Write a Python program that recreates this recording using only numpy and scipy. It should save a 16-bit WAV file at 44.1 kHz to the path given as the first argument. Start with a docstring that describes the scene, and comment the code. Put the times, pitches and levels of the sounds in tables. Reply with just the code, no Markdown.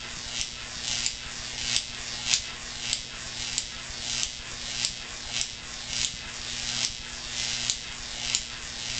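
"""An electric arc climbs between two diverging rods, fed by a mains transformer, in a small room.
It relights with a tick every half cycle, louder as it stretches, and hisses once it lifts off the foot.
The board below mirrors it, sweeping a hollow down the treble. At the top the arc tears and strikes
again at the foot with a snap. Underneath, the transformer hums over soft low bumps and faint knocks."""
import sys
import numpy as np
from scipy import signal
from scipy.fft import rfft, irfft
from scipy.io import wavfile

SR = 44100
rng = np.random.default_rng(int(sys.argv[2]) if len(sys.argv) > 2 else 0)


def file_out(sig):
    """Save sig as 16-bit WAV at sys.argv[1]."""
    # one column per channel
    cols = np.atleast_2d(sig).T
    # limit, then scale
    lim = np.clip(cols, -1, 1)
    pcm = np.round(lim * 32767).astype(np.int16)
    wavfile.write(sys.argv[1], SR, pcm)


N = 396459
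HALF_CYCLE_HZ = 119.966  # twice the mains frequency


def undb(db):
    """Decibels to gain."""
    return 10 ** (np.asarray(db) / 20)


def unit(x):
    """Scale to rms 1."""
    return x / np.sqrt(np.mean(x ** 2))


def response(points, size=2048):
    """Minimum-phase impulse response of an EQ curve, peak 1."""
    hz, db = np.transpose(points)
    grid = np.maximum(np.arange(size // 2 + 1) * SR / size, 1)
    gain = undb(np.interp(np.log(grid), np.log(hz), db))
    cepstrum = irfft(np.log(gain))
    cepstrum[1:size // 2] *= 2
    cepstrum[size // 2 + 1:] = 0
    h = irfft(np.exp(rfft(cepstrum)))
    return h / np.abs(h).max()


def ring(x, h):
    """Pass a sound through an impulse response."""
    return signal.fftconvolve(x, h)[:N]


def lows(x, hz):
    """Zero-phase low-pass."""
    return signal.sosfiltfilt(signal.butter(3, hz, fs=SR, output="sos"), x)


def impulses(times, sizes):
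    """Impulses, each shared between two neighbouring samples."""
    place = np.clip(times * SR, 0, N)
    i, part = place.astype(int), place % 1
    return (np.bincount(i, sizes * (1 - part), N + 2) + np.bincount(i + 1, sizes * part, N + 2))[:N]


def mains_tones(t, partials):
    """Sines locked to the mains, in random phases, levels as rms."""
    return np.sqrt(2) * sum(undb(db) * np.sin(2 * np.pi * (k * HALF_CYCLE_HZ * t + rng.random()))
                            for k, db in partials)


# Dark room tone EQ: (frequency [Hz], gain [dB])
ROOM_TONE_EQ = [(20, 1), (60, 5.5), (100, -3), (170, -2.5), (300, -9), (600, -10.5), (1200, -13.5),
                (4000, -23), (8600, -52.5)]

def room_tone(db=-50):
    """A steady bed of low noise."""
    return undb(db) * unit(ring(rng.standard_normal(N), response(ROOM_TONE_EQ, size=8192)))


# Faint, dull knocks: (time [s], relative level [dB])
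KNOCK_CUES = [(0.17, -38), (0.768, -41), (3.261, -44), (4.902, -42), (6.137, -36), (6.258, -39),
              (7.843, -46)]

def knocks(gain_db=3, hz=170, decay_s=0.0065):
    """Each light knock rings for a cycle or two."""
    times, db = np.transpose(KNOCK_CUES)
    age = np.arange(SR // 10) / SR
    body = np.sin(2 * np.pi * hz * age) * np.exp(-age / decay_s)
    return ring(impulses(times, undb(db + gain_db)), body)


# One-second loop of soft low bumps: (time in the loop [s], relative level [dB])
BUMP_LOOP = [(.002, -35.5), (.139, -36), (.265, -35.5), (.399, -35.5), (0.536, -37), (0.639, -36),
             (0.766, -38.5), (0.902, -34.5)]

def bumps(t, gain_db=1, scatter_db=0.7, peak_s=2 * 0.0032, rebound_s=0.022):
    """Each bump is a short dip in pressure with a slow rebound."""
    times, db = np.transpose([(second + s, db) for second in range(int(t[-1]) + 1)
                              for s, db in BUMP_LOOP if second + s > peak_s])
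    age = t[:SR // 8]
    attack_s, release_s = 0.0032 * 0.66, 0.0045 * 1.3
    dip = np.exp(-((age - peak_s) / np.where(age < peak_s, attack_s, release_s)) ** 2)
    rebound = 0.17 * (age / rebound_s) ** 2 * np.exp(2 - 2 * age / rebound_s)
    shape = rebound - dip
    sizes = undb(db + gain_db + scatter_db * rng.standard_normal(len(times)))
    return ring(impulses(times - peak_s, sizes), shape / np.abs(shape).max())


# Hum partials: (harmonic of the half-cycle rate, relative level [dB])
HUM_PARTIALS = [(1, -51.5), (2, -53.5), (4, -70), (6, -72)]
# Core whine partials: (harmonic of the half-cycle rate, level [dB])
WHINE_PARTIALS = [(5, -66.5), (18, -63)]

def transformer(t, age, swell_db, foot_db=-6, load_db_per_s=8, swell_share=0.44):
    """The hum grows as the stretching arc draws more power; the core whines steadily."""
    load = undb(foot_db + load_db_per_s * age + swell_share * swell_db)
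    return load * mains_tones(t, HUM_PARTIALS) + mains_tones(t, WHINE_PARTIALS)


def room_echoes(x, t, walls_db=-2, t60_s=0.23, bench_db=-9, bench_decay_s=0.0044, dull_hz=7500, spots=9):
    """Bench and walls answer with duller echoes, crossfaded from spot to spot as the arc climbs."""
    starts = np.r_[np.array(ARC_CLIMBS)[:, 0] - 0.5 / HALF_CYCLE_HZ, t[-1] + 1 / SR]
    height = np.interp(t, starts, np.arange(len(starts))) % 1 * (spots - 1)
    lag = t[:SR // 3]
    walls = undb(-60 * lag / t60_s) * (lag > 0.003)
    bench = np.exp(-lag / bench_decay_s) * (lag > 0.0004)
    tail = np.hypot(undb(walls_db) * walls / np.linalg.norm(walls),
                    undb(bench_db) * bench / np.linalg.norm(bench))
    echoes = 0
    for spot in range(spots):
        send = np.sqrt(np.maximum(1 - np.abs(height - spot), 0))
        echoes = echoes + ring(x * send, tail * rng.standard_normal(len(lag)))
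    return signal.lfilter(*signal.butter(2, dull_hz, fs=SR), echoes)


def board_bounce(x, t, age, bounce_db=-3, fade_db_per_s=26, lag_at_1s_ms=0.9, sway=0.06, sways_per_s=7):
    """The board mirrors the arc, later and fainter as it climbs: a flange sweeping down the treble."""
    knots = np.arange(0, t[-1] + 1, 1 / sways_per_s)
    writhing = np.exp(sway * np.interp(t, knots, rng.standard_normal(len(knots))))
    lag_s = lag_at_1s_ms / 1000 * age ** 1.53 * writhing
    bounce = undb(bounce_db - fade_db_per_s * age)
    return (x + bounce * np.interp(t - lag_s, t, x)) / np.hypot(1, bounce)


def channel_fader(lift, swell_db, foot_db=-51, lifted_db=-47.5, swell_share=0.35):
    """Gain shared by hiss and drone: it jumps at lift-off and grows a little as the arc stretches."""
    return undb(foot_db + (lifted_db - foot_db) * lift + swell_share * swell_db)


# Drone partials: (harmonic of the half-cycle rate, level before the channel fader [dB])
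DRONE_PARTIALS = [(3, -21), (5, -13.5), (15, -11)]

def drone(t, lift, swell_db):
    """Once lifted, the pulsing channel drones along with its hiss."""
    return channel_fader(lift, swell_db) * lift * mains_tones(t, DRONE_PARTIALS)


def rush(age, db=-51, start_hz=5000, end_hz=1600, fall_s=0.18, half_width_hz=600, fade_db_per_s=16):
    """The rising arc rushes in a noise band that sinks and fades as the channel lengthens."""
    centre_hz = end_hz + (start_hz - end_hz) * np.exp(-age / fall_s)
    a, b = signal.lfilter(*signal.butter(2, half_width_hz, fs=SR), rng.standard_normal((2, N)))
    phase = 2 * np.pi * np.cumsum(centre_hz) / SR
    return unit(a * np.cos(phase) + b * np.sin(phase)) * undb(db - fade_db_per_s * age)


# Broad hiss EQ: (frequency [Hz], gain [dB])
HISS_EQ = [(100, -4), (400, -6.5), (750, 1), (1100, -0.5), (1900, 4.5), (3000, 2.5), (4500, 1),
           (6200, -4.5), (7500, 2), (8600, -20)]

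def hiss(t, age, lift, swell_db, gain_db=3, depth=0.49, peak_phase=0.33, buzz_db=-12, flicker_db=1):
    """The hot channel hisses in pulses with the current; part of the noise repeats every half cycle."""
    phase = t * HALF_CYCLE_HZ % 1
    size = int(SR / HALF_CYCLE_HZ)
    noise_loop = irfft(np.exp(2j * np.pi * rng.random(size // 2 + 1)), size)
    buzz = np.interp(phase * size, np.arange(size), noise_loop)
    air = unit(ring(rng.standard_normal(N) + undb(buzz_db) * unit(buzz), response(HISS_EQ)))
    current = 1 + depth * np.cos(2 * np.pi * (phase - peak_phase))
    knots = np.arange(0, t[-1], 2 / HALF_CYCLE_HZ)
    flicker = undb(flicker_db * np.interp(t, knots, rng.standard_normal(len(knots))))
    stirred = np.maximum(lift, np.exp(-age / 0.037))  # air stirred by a strike takes a moment to settle
    level = undb(gain_db) * channel_fader(stirred, swell_db)
    return (air * level + rush(age) * lift) * current * flicker


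# Bright snap EQ: (frequency [Hz], gain [dB])
SNAP_EQ = [(100, -28), (1200, -27.5), (2400, -7.5), (3700, 2), (5500, -0.5), (7400, 3), (8600, -11.5),
           (10000, -35.5)]

def strike_snaps(gain_db=1, step_ms=0.292, fade_db_per_spark=2, sparks=3):
    """Cold air at the foot breaks down in a quick, uneven volley of sparks, heard as one snap."""
    starts, db = np.transpose([row[:2] for row in ARC_CLIMBS if row[0] > 0])
    gaps = step_ms * rng.uniform(0.49, 1.61, (len(starts), sparks)) / 1000
    times = starts[:, None] + np.cumsum(gaps, axis=1) - gaps[:, :1]
    sizes = undb(gain_db + db[:, None] - fade_db_per_spark * np.arange(sparks))
    return ring(impulses(times.ravel(), sizes.ravel()), response(SNAP_EQ))


# Crisp tick EQ: (frequency [Hz], gain [dB])
TICK_EQ = [(100, -44.5), (600, -19), (1200, -13), (2000, -0.5), (3000, 4.5), (4000, 5.5), (5500, 5),
           (7400, 1), (8600, -14.5), (10000, -46.5)]

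def relight_ticks(gain_db=-20.5, foot_delay_ms=6.02, lopsided=0.16, fork_db=-9, fork_ms=1.107):
    """The gap breaks down each half cycle; a long arc ticks earlier, and louder in one polarity."""
    k = np.arange(int(N / SR * HALF_CYCLE_HZ))
    time_draw, level_draw, fork_level_draw, fork_time_draw = rng.standard_normal((len(k), 4)).T
    crossings = k / HALF_CYCLE_HZ
    age, lift, swell_db, _ = climb_at(crossings + foot_delay_ms / 1000)
    delay_ms = foot_delay_ms - 0.69 * age - 0.035 * swell_db
    jitter_ms = 0.03 * (1.5 + 0.095 * swell_db)
    times = crossings + (delay_ms + jitter_ms * time_draw) / 1000
    boost_db = swell_db * (1 + np.where(k % 2, lopsided, -lopsided))
    scatter_db = 0.5 * (2.5 - lift) + 1.23 * lift
    # a fresh strike takes the place of that half cycle's tick
    burning = np.abs(times[:, None] - np.array(ARC_CLIMBS)[:, 0]).min(axis=1) > 0.5 / HALF_CYCLE_HZ
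    sizes = burning * undb(gain_db + boost_db + scatter_db * level_draw)
    # the fork is a second breakdown step that fades in around 9 dB of boost
    fork_sizes = sizes * undb(fork_db + 2 * fork_level_draw) / (1 + np.exp((9 - boost_db) / 2))
    fork_times = times + fork_ms * (1 + 0.17 * fork_time_draw) / 1000
    return ring(impulses(times, sizes) + impulses(fork_times, fork_sizes), response(TICK_EQ))


# One row per climb: (strike time [s], relative snap level [dB], lift-off age [s], swell at lift [dB],
# age when stretching starts [s], stretch time [s], added swell [dB], stretched treble tilt [dB])
ARC_CLIMBS = [(-0.13, 0, 0.13, -0.25, 0.44, 0.085, 9.5, 0), (0.4135, -7.5, 0.15, 0, 0.4, 0.056, 8.0, 2.2),
              (1.0637, -5, 0.14, 0.5, 0.49, 0.16, 12, 0.1), (1.7643, -1.5, 0.16, 2.5, 0.47, 0.11, 14, -2),
              (2.3381, 1.5, 0.11, -0.5, 0.47, 0.095, 9, -1.5),
              (2.9309, -3.5, 0.18, -0.2, 0.4, 0.058, 5, 1.5),
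              (3.5811, -5, 0.13, -0.7, 0.38, 0.18, 10.1, 3.5),
              (4.2332, -6, 0.17, -0.4, 0.36, 0.24, 8.5, 0.5), (4.8488, -4, 0.15, -1, 0.44, 0.065, 10, -0.5),
              (5.4138, -6.5, 0.18, -1.35, 0.467, 0.1, 12, 3.5),
              (6.0476, -6, 0.15, -0.2, 0.33, 0.85, 19, 2.5),
              (6.8488, -5.5, 0.18, -0.2, 0.46, 0.07, 7.5, 1.2),
              (7.698, -2.5, 0.13, -1.3, 0.38, 0.24, 9.5, -1.5),
              (8.3489, -1.5, 0.14, -0.94, 0.38, 0.31, 10.5, 1)]

def climb_at(t, lift_width_s=0.016):
    """The arc's age [s], lift (0 calm at the foot, 1 carried by rising air), swell and tilt [dB]."""
    rows = np.array(ARC_CLIMBS)
    under_way = np.maximum(np.searchsorted(rows[:, 0], t) - 1, 0)
    start, _, lift_s, lifted_db, stretch_s, length_s, stretched_db, tilt_db = rows[under_way].T
    age = t - start
    lift = 1 / (1 + np.exp((lift_s - age) / lift_width_s))
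    stretch = np.clip((age - stretch_s) / length_s, 0, 1)
    return age, lift, lifted_db * lift + stretched_db * stretch, tilt_db * stretch


def climbing_arc(t, age, lift, swell_db, tilt_db, foot_tick_db=-1, foot_low_cut=0.55):
    """Ticks and hiss of the channel; each arc stretches into its own shape, brighter or duller."""
    foot = 1 - lift
    sizzle = relight_ticks() * undb(foot_tick_db * foot) + hiss(t, age, lift, swell_db)
    # the short arc at the foot is too small to radiate much below the treble
    thinned = sizzle - foot_low_cut * foot * lows(sizzle, hz=2500)
    body = lows(thinned, hz=4400)
    treble = thinned - body
    return body * undb(-tilt_db / 2) + treble * undb(tilt_db / 2)


def scene(snap_send_db=-3, foot_send_db=-4):
    """Arc and snaps feed the room, the arc drier at the foot, over a dry bed of tones and low noise."""
    t = np.arange(N) / SR
    age, lift, swell_db, tilt_db = climb_at(t)
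    arc = board_bounce(climbing_arc(t, age, lift, swell_db, tilt_db), t, age)
    snaps = strike_snaps()
    echoes = room_echoes(arc * undb(foot_send_db * (1 - lift)) + snaps * undb(snap_send_db), t)
    bed = transformer(t, age, swell_db) + drone(t, lift, swell_db) + bumps(t) + knocks() + room_tone()
    return (arc + snaps + echoes + bed)[None]


def record(dry, ceiling=0.72, notch_hz=4294, notch_q=31, top_hz=8820):
    """Soft clipping rounds the loudest snaps, followed by one narrow notch and a steep top cut."""
    rounded = ceiling * np.tanh(dry / ceiling)
    notched = signal.lfilter(*signal.iirnotch(notch_hz, notch_q, fs=SR), rounded)
    top_cut = signal.firwin(201, top_hz, window=("kaiser", 8), fs=SR)
    return signal.fftconvolve(notched, top_cut[None], mode="same")


dry = scene()
out = record(dry)
file_out(out)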